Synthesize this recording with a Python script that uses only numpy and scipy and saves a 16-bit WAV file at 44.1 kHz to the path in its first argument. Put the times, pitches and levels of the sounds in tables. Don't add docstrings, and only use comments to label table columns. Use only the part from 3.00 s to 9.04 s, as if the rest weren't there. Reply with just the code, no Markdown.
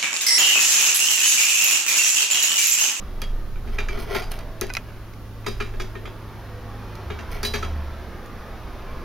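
import sys
import numpy as np
from scipy import signal
from scipy.fft import rfft, irfft, next_fast_len
from scipy.io import wavfile
from scipy.ndimage import uniform_filter1d, map_coordinates

SR = 44100
rng = np.random.default_rng(int(sys.argv[2]) if len(sys.argv) > 2 else 0)


def bounce(signal):
    frames = np.transpose(np.atleast_2d(signal))
    limited = np.clip(frames, -1, 1)
    pcm = np.round(limited * 32767).astype(np.int16)
    wavfile.write(sys.argv[1], SR, pcm)


N = 266584

# start in seconds, level
# in dB, extra thud in dB, brightness in dB, note in Hz, the note's dB above the level.
TUB_SLAPS = [(0.218, -35, -3.5, 5, 3290, 0.5), (0.557, -49.5, -7, -12, 2300, -4),
             (0.673, -46, 9.5, 2, 410, 3), (0.785, -29.5, -1.5, 0, 2400, 3.5),
             (0.887, -36, 0.5, 2, 2336, 5.5), (0.9742, -41.5, 9, -2, 410, -7),
             (1.150, -29.5, 2.5, 6, 880, 1.5), (1.22, -40.5, -15, 12, 727, 11),
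             (1.317, -38, -22, -7, 690, -4), (1.387, -45, -21, 4, 1300, -6), (1.616, -32, 3, 3.5, 370, 5.5),
             (1.886, -50, -15, -6, 2300, -10), (2.464, -29, 2.5, 8.5, 5020, -12),
             (2.6036, -28.5, 1, -1, 1255, 1.5), (2.738, -45.5, 7.5, -7, 1650, 3),
             (2.799, -33, 1, 5.5, 3386, -6), (2.953, -40, 3.5, -17, 1830, 5),
             (3.055, -38, -1, -6, 3420, -7), (4.102, -35, 4, -7, 160, 1), (4.189, -38.5, 1, -2, 222, 2),
             (4.4304, -30.5, 1, 16, 4900, -9), (4.449, -33, 0, 20, 3976, 9.5),
             (4.538, -26.5, 0.5, 7.5, 5890, -17), (4.6275, -32.5, -0.5, 1, 1295, 4)]


def amp(db):
    return 10 ** (np.asarray(db) / 20)


def unit(x):
    return x / np.sqrt(np.mean(x ** 2) + 1e-20)


def pan(lean_db):
    return amp([[lean_db / 2], [-lean_db / 2]])


def curves(rows):
    times, *columns = np.transpose(rows)
    return [np.interp(np.arange(N) / SR, times, column) for column in columns]


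def wobble(rate):
    points = rng.standard_normal(int(N * rate / SR) + 4)
    return map_coordinates(points, [np.arange(N) * rate / SR])


def filtered(x, response):
    size = next_fast_len(N + SR // 2)
    return irfft(rfft(x, size) * response(np.fft.rfftfreq(size, 1 / SR)), size)[..., :N]


def stereo_noise(size, side_db):
    mid, side = rng.standard_normal((2, size))
    return unit(mid + amp(side_db) * np.array([side, -side]))


def rush(spectrum, side_db, patchy_db=0):
    points_hz, db = np.transpose(spectrum)
    frames = signal.stft(stereo_noise(N, side_db), nperseg=2048)[2]
    patches = uniform_filter1d(rng.standard_normal(frames.shape[1:]), size=3, axis=0)
    patches = unit(uniform_filter1d(patches, size=12, axis=1))
    noise = signal.istft(frames * amp(patchy_db * patches), nperseg=2048)[1][:, :N]
    return unit(filtered(noise, lambda hz: amp(np.interp(np.log(hz + 1), np.log(points_hz), db))))


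def split_bands(x):
    # lower edge in Hz, upper edge in Hz.
    edges = [(200, 620), (620, 2900), (2900, 6900), (8500, 14800)]
    leans = [14, -1.5, -1, -.3]
    filters = [signal.butter(3, band, "bandpass", fs=SR, output="sos") for band in edges]
    return [signal.sosfilt(sos, x) * pan(lean) for sos, lean in zip(filters, leans)]


def colour(thud_db, bright_db):
    return np.array([thud_db, 0, 0.51 * bright_db, bright_db])


def mix_bands(bands, levels_db, size):
    return sum(amp(db) * band / np.sqrt(np.mean(band[:, :size] ** 2) + 1e-20)
               for band, db in zip(bands, levels_db))


def ringing(modes, t, scatter_db, spread):
    hz, db, ring_s = np.transpose(modes)[:, :, None]
    strength, phase, skew = rng.standard_normal((3, len(modes), 1))
    stereo_shift = spread * skew * np.array([1, -1])[:, None, None]
    waves = np.sin(2 * np.pi * (hz * t + phase) + stereo_shift)
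    return np.sum(amp(db + scatter_db * strength - 60 * t / ring_s) * waves, axis=1)


def add(track, start_s, sound):
    start = max(round(start_s * SR), 0)
    track[:, start:start + sound.shape[1]] += sound[:, :N - start]


def rumble():
    # frequency in Hz, relative level in dB.
    low_spectrum = [(12, -3.5), (20, -8), (26, 4.5), (38, -11.5), (55, -6.5), (80, -23), (160, -34.5),
                    (300, -80)]
    murmur_spectrum = [(20, -18.5), (45, 2), (75, -4.5), (110, -13), (150, -14), (215, -12), (300, -16.5),
                       (420, -22), (700, -32.5), (2000, -72)]
    # time in seconds, level in dB.
    swells = [(0, -26.5), (0.15, -29.5), (0.52, -23.5), (1.05, -28), (1.2, -25.5), (1.6, -32.5),
              (2.4, -44.5), (2.58, -29.5), (2.82, -27), (3.0, -43.5), (4.15, -44), (4.33, -31.5),
              (5.3, -42), (6.04, -36)]
    throb_hz = 24.2 * (1 + 0.0344 * wobble(4.6))
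    throb = np.sin(2 * np.pi * np.cumsum(throb_hz) / SR)
    deep = amp(curves(swells)[0]) * (1.07 * throb + 0.66 * rush(low_spectrum, side_db=-20))
    murmur = amp(-40) * rush(murmur_spectrum, side_db=-12.5)
    return (deep + murmur) * pan(-1.4)


def road():
    # frequency in Hz, relative level in dB.
    spectrum = [(110, -1.5), (180, -1), (317, -5.5), (353, 0.5), (444, -3), (487, -2), (534, -2.5),
                (783, -5), (1200, -4.5), (2840, -18.5), (5740, -26), (7000, -41), (9100, -78),
                (15400, -120)]
    # time in seconds, level in dB.
    swells = [(0, -43), (0.55, -47.5), (1.1, -40.5), (2.2, -48), (4.25, -39), (5.4, -41), (6.04, -39)]
    gain = amp(curves(swells)[0] + 0.24 * wobble(7))
    return gain * rush(spectrum, side_db=-16.5, patchy_db=2.4) * pan(-1)


def whines():
    # start and end in seconds, first and last pitch in Hz, peak level in dB.
    glides = [(1.15, 1.867, 673, 646.5, -48), (1.28, 1.608, 610, 595, -46.5), (3.45, 3.71, 497, 492, -43.5),
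              (3.58, 3.926, 810, 824, -47.5)]
    out = np.zeros((2, N))
    for start, end, from_hz, to_hz, db in glides:
        progress = np.linspace(0, 1, round((end - start) * SR))
        hz = (from_hz + (to_hz - from_hz) * progress) * (1 + 0.0045 * wobble(22)[:len(progress)])
        tone = amp(db) * np.sin(np.pi * progress) * np.sin(2 * np.pi * np.cumsum(hz) / SR)
        add(out, start, tone[None])
    return out


def engine():
    # time in seconds, level in dB.
    upper_levels = [(0, -55), (0.3, -41), (2.0, -38.5), (2.75, -34.5), (3.3, -38.5), (3.7, -34.5),
                    (4.6, -42.5), (4.9, -44), (6.04, -45)]
    lower_levels = [(0, -48), (1.1, -38.5), (1.9, -67), (3.5, -59), (4.1, -33.5), (4.4, -35.5),
                    (4.72, -24.5), (5.3, -47), (6.04, -44)]
    # time in seconds, upper note in Hz, lower note in Hz.
    pitches = [(0, 112, 78), (2.5, 107, 76.46), (4.3, 104, 74.3), (4.601, 105, 77.1), (5.0, 110, 72.1),
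               (6.04, 116, 71.6)]
    drone = 0
    for db, hz in zip(curves(upper_levels) + curves(lower_levels), curves(pitches)):
        cycles = np.cumsum(hz * (1 + 0.0088 * wobble(9))) / SR
        drone += amp(db + 1.3 * wobble(8)) * np.sin(2 * np.pi * cycles)
    return drone * pan(-1.4)


def rim_drags():
    # peak time, rise and fall in seconds, then level, extra thud and
    # brightness in dB.
    strokes = [(0.736, 0.046, 0.079, -41, 0.5, 4), (0.93, .02, 0.15, -36, -1, -1),
               (0.996, .015, 0.083, -43, -4, 16), (1.108, 0.038, 0.087, -37.5, 10.5, -3),
               (1.16, 0.06, 0.083, -26, -4.5, 3), (1.315, .01, 0.087, -40.5, -16, 14.5),
               (4.318, .015, 0.095, -45, -14, 14.5), (4.368, .07, 0.059, -36, -5.5, -4)]
    # frequency in Hz, width in Hz, relative level in dB.
    resonances = [(407, 15.4, 13.5), (698, 63, -4), (830, 60, -15), (1060, 25, -5), (1378, 54, -5.5),
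                  (1965, 57, -6), (2255, 67, -6.5), (2460, 70, -12), (3210, 310, -11.5), (4300, 170, -9.5),
                  (5050, 350, -14), (6330, 400, -21)]
    # Thud, clack, snap and fizz of an ordinary stroke, in relative dB.
    balance_db = [1, -1, -9.5, -19]

    def rim(f):
        return 0.018 + sum((-1) ** k * amp(db) * 1j * f * width / (hz * hz - f * f + 1j * f * width)
                           for k, (hz, width, db) in enumerate(resonances))

    slips_per_s, slip_s, fade_db = 750, 0.00074, 20
    out, t = np.zeros((2, N)), np.arange(N) / SR
    slips = (rng.random(N) < slips_per_s / SR) * amp(2.5 * rng.standard_normal(N))
    grains = unit(signal.lfilter([1], [1, -np.exp(-1 / (slip_s * SR))], slips))
    scrape = filtered(stereo_noise(N, side_db=-11) * (grains + .5), rim)
    bands = [unit(band) for band in split_bands(scrape)]
    for peak, rise, fall, db, thud_db, bright_db in strokes:
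        pressure = amp(db - fade_db * np.maximum((peak - t) / rise, (t - peak) / fall))
        out += pressure * np.tensordot(amp(colour(thud_db, bright_db) + balance_db), bands, 1)
    return out


def rod_ticks():
    # start in seconds, level in dB, pitch in Hz, base
    # fade time in seconds.
    contacts = [(0.218, -32.5, 6100, 0.015), (0.7878, -28, 1910, .016), (0.886, -30.5, 1640, .016),
                (1.1495, -35, 3560, 0.0083), (1.318, -32.5, 9800, 0.011), (1.390, -40.5, 4500, .019),
                (1.612, -23, 6240, .01), (1.668, -44, 6900, .006), (1.695, -40, 2360, .012),
                (1.701, -28.5, 1500, 0.031), (1.7375, -30, 4930, 0.0055), (1.751, -24.5, 2340, 0.012),
                (1.7686, -19.5, 2190, .014), (1.7724, -26, 1360, 0.014), (2.136, -46, 2180, 0.029),
                (2.4447, -42, 1170, 0.04), (2.601, -32, 1330, 0.018), (3.954, -44.5, 4660, 0.012),
                (4.318, -46, 9600, .012), (5.260, -50, 6850, .022)]
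    # frequency in Hz, relative level in dB, multiple of the fade time.
    rod_modes = [(1450, -8, 1), (2020, 0, 1.6), (2490, -1.5, 3.3), (4020, 3.5, 1.7), (5030, 11, 0.4),
                 (5960, 4, 0.82), (6900, -22, 0.59), (10740, 3, 0.47), (11800, 5, 0.45)]
    out, t = np.zeros((2, N)), np.arange(SR // 10) / SR
    centres_hz = np.array([1500, 4500, 11200])
    note_db, octave_loss_db = 5, 3.5
    for start, db, hz, fade_s in contacts:
        modes = [(f, level, times * fade_s) for f, level, times in rod_modes + [(hz, note_db, 1.4)]]
        spike = amp(-60 * t / (.5 * fade_s))
        tail = amp(-17.5 - 60 * t / 0.12)
        noise = stereo_noise(len(t), side_db=-5) * (spike + tail)
        tick = noise + .3 * ringing(modes, t, scatter_db=1, spread=.25)
        levels_db = db - octave_loss_db * np.log2(centres_hz / hz) ** 2
        add(out, start, mix_bands(split_bands(tick)[1:], levels_db, size=128))
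    return out


def tub_notes():
    out, t = np.zeros((2, N)), np.arange(SR // 2) / SR
    attack = 1 - np.exp(-t / 0.00081)
    for start, db, _, _, hz, note_db in TUB_SLAPS:
        ring_s = .1 + .012 * (hz / 1000) ** 2
        flutter = np.interp(t, np.linspace(0, .5, 120), rng.normal(1, .25, size=120))
        note = ringing([(hz, db + note_db, ring_s)], t, scatter_db=1, spread=0.15)
        lean_db = np.interp(hz, [230, 380, 700], [6, 13.5, -3])
        add(out, start, note * flutter * attack * pan(lean_db))
    return out


def tub_slaps():
    # frequency in Hz, relative level in dB, seconds to fade by 60 dB.
    tub_modes = [(161.7, -4, 0.33), (230, 0, 0.28), (370.4, 1.5, 0.27), (413.8, 5, 0.21), (681, -15, .17),
                 (844, -6, 0.064), (1242, 0.5, 0.1), (1313, 8, 0.03), (1654, 1.5, 0.062),
                 (1836, -8.5, 0.17), (1980, -15, 0.11), (2190, -1.5, 0.047), (2290, -9.5, 0.35),
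                 (2424, 2, 0.067), (2640, -13, 0.32), (3246, -6, 0.29), (3720, -1.5, 0.26), (3790, -5, 0.2),
                 (3940, -3.5, 0.34), (4490, 2, 0.18), (4750, 0, 0.19), (4800, -0.5, 0.25), (5000, -5, 0.44),
                 (5560, -15, 0.31), (5867, -6.5, 0.28), (6200, -23, 0.16), (6950, -33, 0.23)]
    # Thud, clack, snap and fizz of an ordinary slap, in relative dB.
    balance_db = [-2, -0.5, -8, -26.5]
    crack_s, echo_delay_s, echo_smear_s = 0.033, 0.023, 0.026
    rebound_hz, rebound_db = 239, 2
    minor_db, minor_ring_s = -8, 0.19
    out, t = np.zeros((2, N)), np.arange(SR // 4) / SR
    attack = 1 - np.exp(-t / .002)
    crack = amp(-60 * t / crack_s)
    echo = 0.41 * amp(-60 * np.abs(t - echo_delay_s) / echo_smear_s)
    for start, db, thud_db, bright_db, _, _ in TUB_SLAPS:
        chatter_s = 0.33 * 2 ** ((db + 35.5) / 31)
        rebounds = np.interp(t * rebound_hz, np.arange(200), rng.standard_normal(200))
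        chatter = .22 * amp(rebound_db * rebounds - 60 * t / chatter_s)
        noise = stereo_noise(len(t), side_db=-13) * np.sqrt(crack ** 2 + echo ** 2 + chatter ** 2)
        minor_modes = [(hz, minor_db, minor_ring_s) for hz in rng.uniform(500, 14000, size=26)]
        shell = .16 * ringing(tub_modes + minor_modes, t, scatter_db=3, spread=.4)
        bands = split_bands((noise + shell) * attack)
        levels_db = db + colour(thud_db, bright_db) + balance_db
        add(out, start - .0012, mix_bands(bands, levels_db, size=1024))
    return out


def scene():
    weaving = tub_slaps() + tub_notes() + rod_ticks() + rim_drags()
    return weaving + rumble() + road() + engine() + whines()


def record(dry):
    # frequency in Hz, relative level in dB.
    hiss_spectrum = [(500, 5.5), (3000, 9), (6000, 4), (9000, 0), (12000, 4.5), (16000, -0.5)]
    notch_hz, notch_width_hz, top_hz = 7800, 800, 15850
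    hiss = amp(-54.5) * rush(hiss_spectrum, side_db=-2)
    whine = amp(-79) * np.sin(2 * np.pi * 11900 * np.arange(N) / SR)
    notch = lambda f: (notch_hz ** 2 - f * f) / (notch_hz ** 2 - f * f + 1j * f * notch_width_hz)
    notched = filtered(dry + hiss + whine, lambda f: notch(f) ** 2)
    return filtered(notched, lambda f: f < top_hz)


dry = scene()
out = record(dry)
bounce(out)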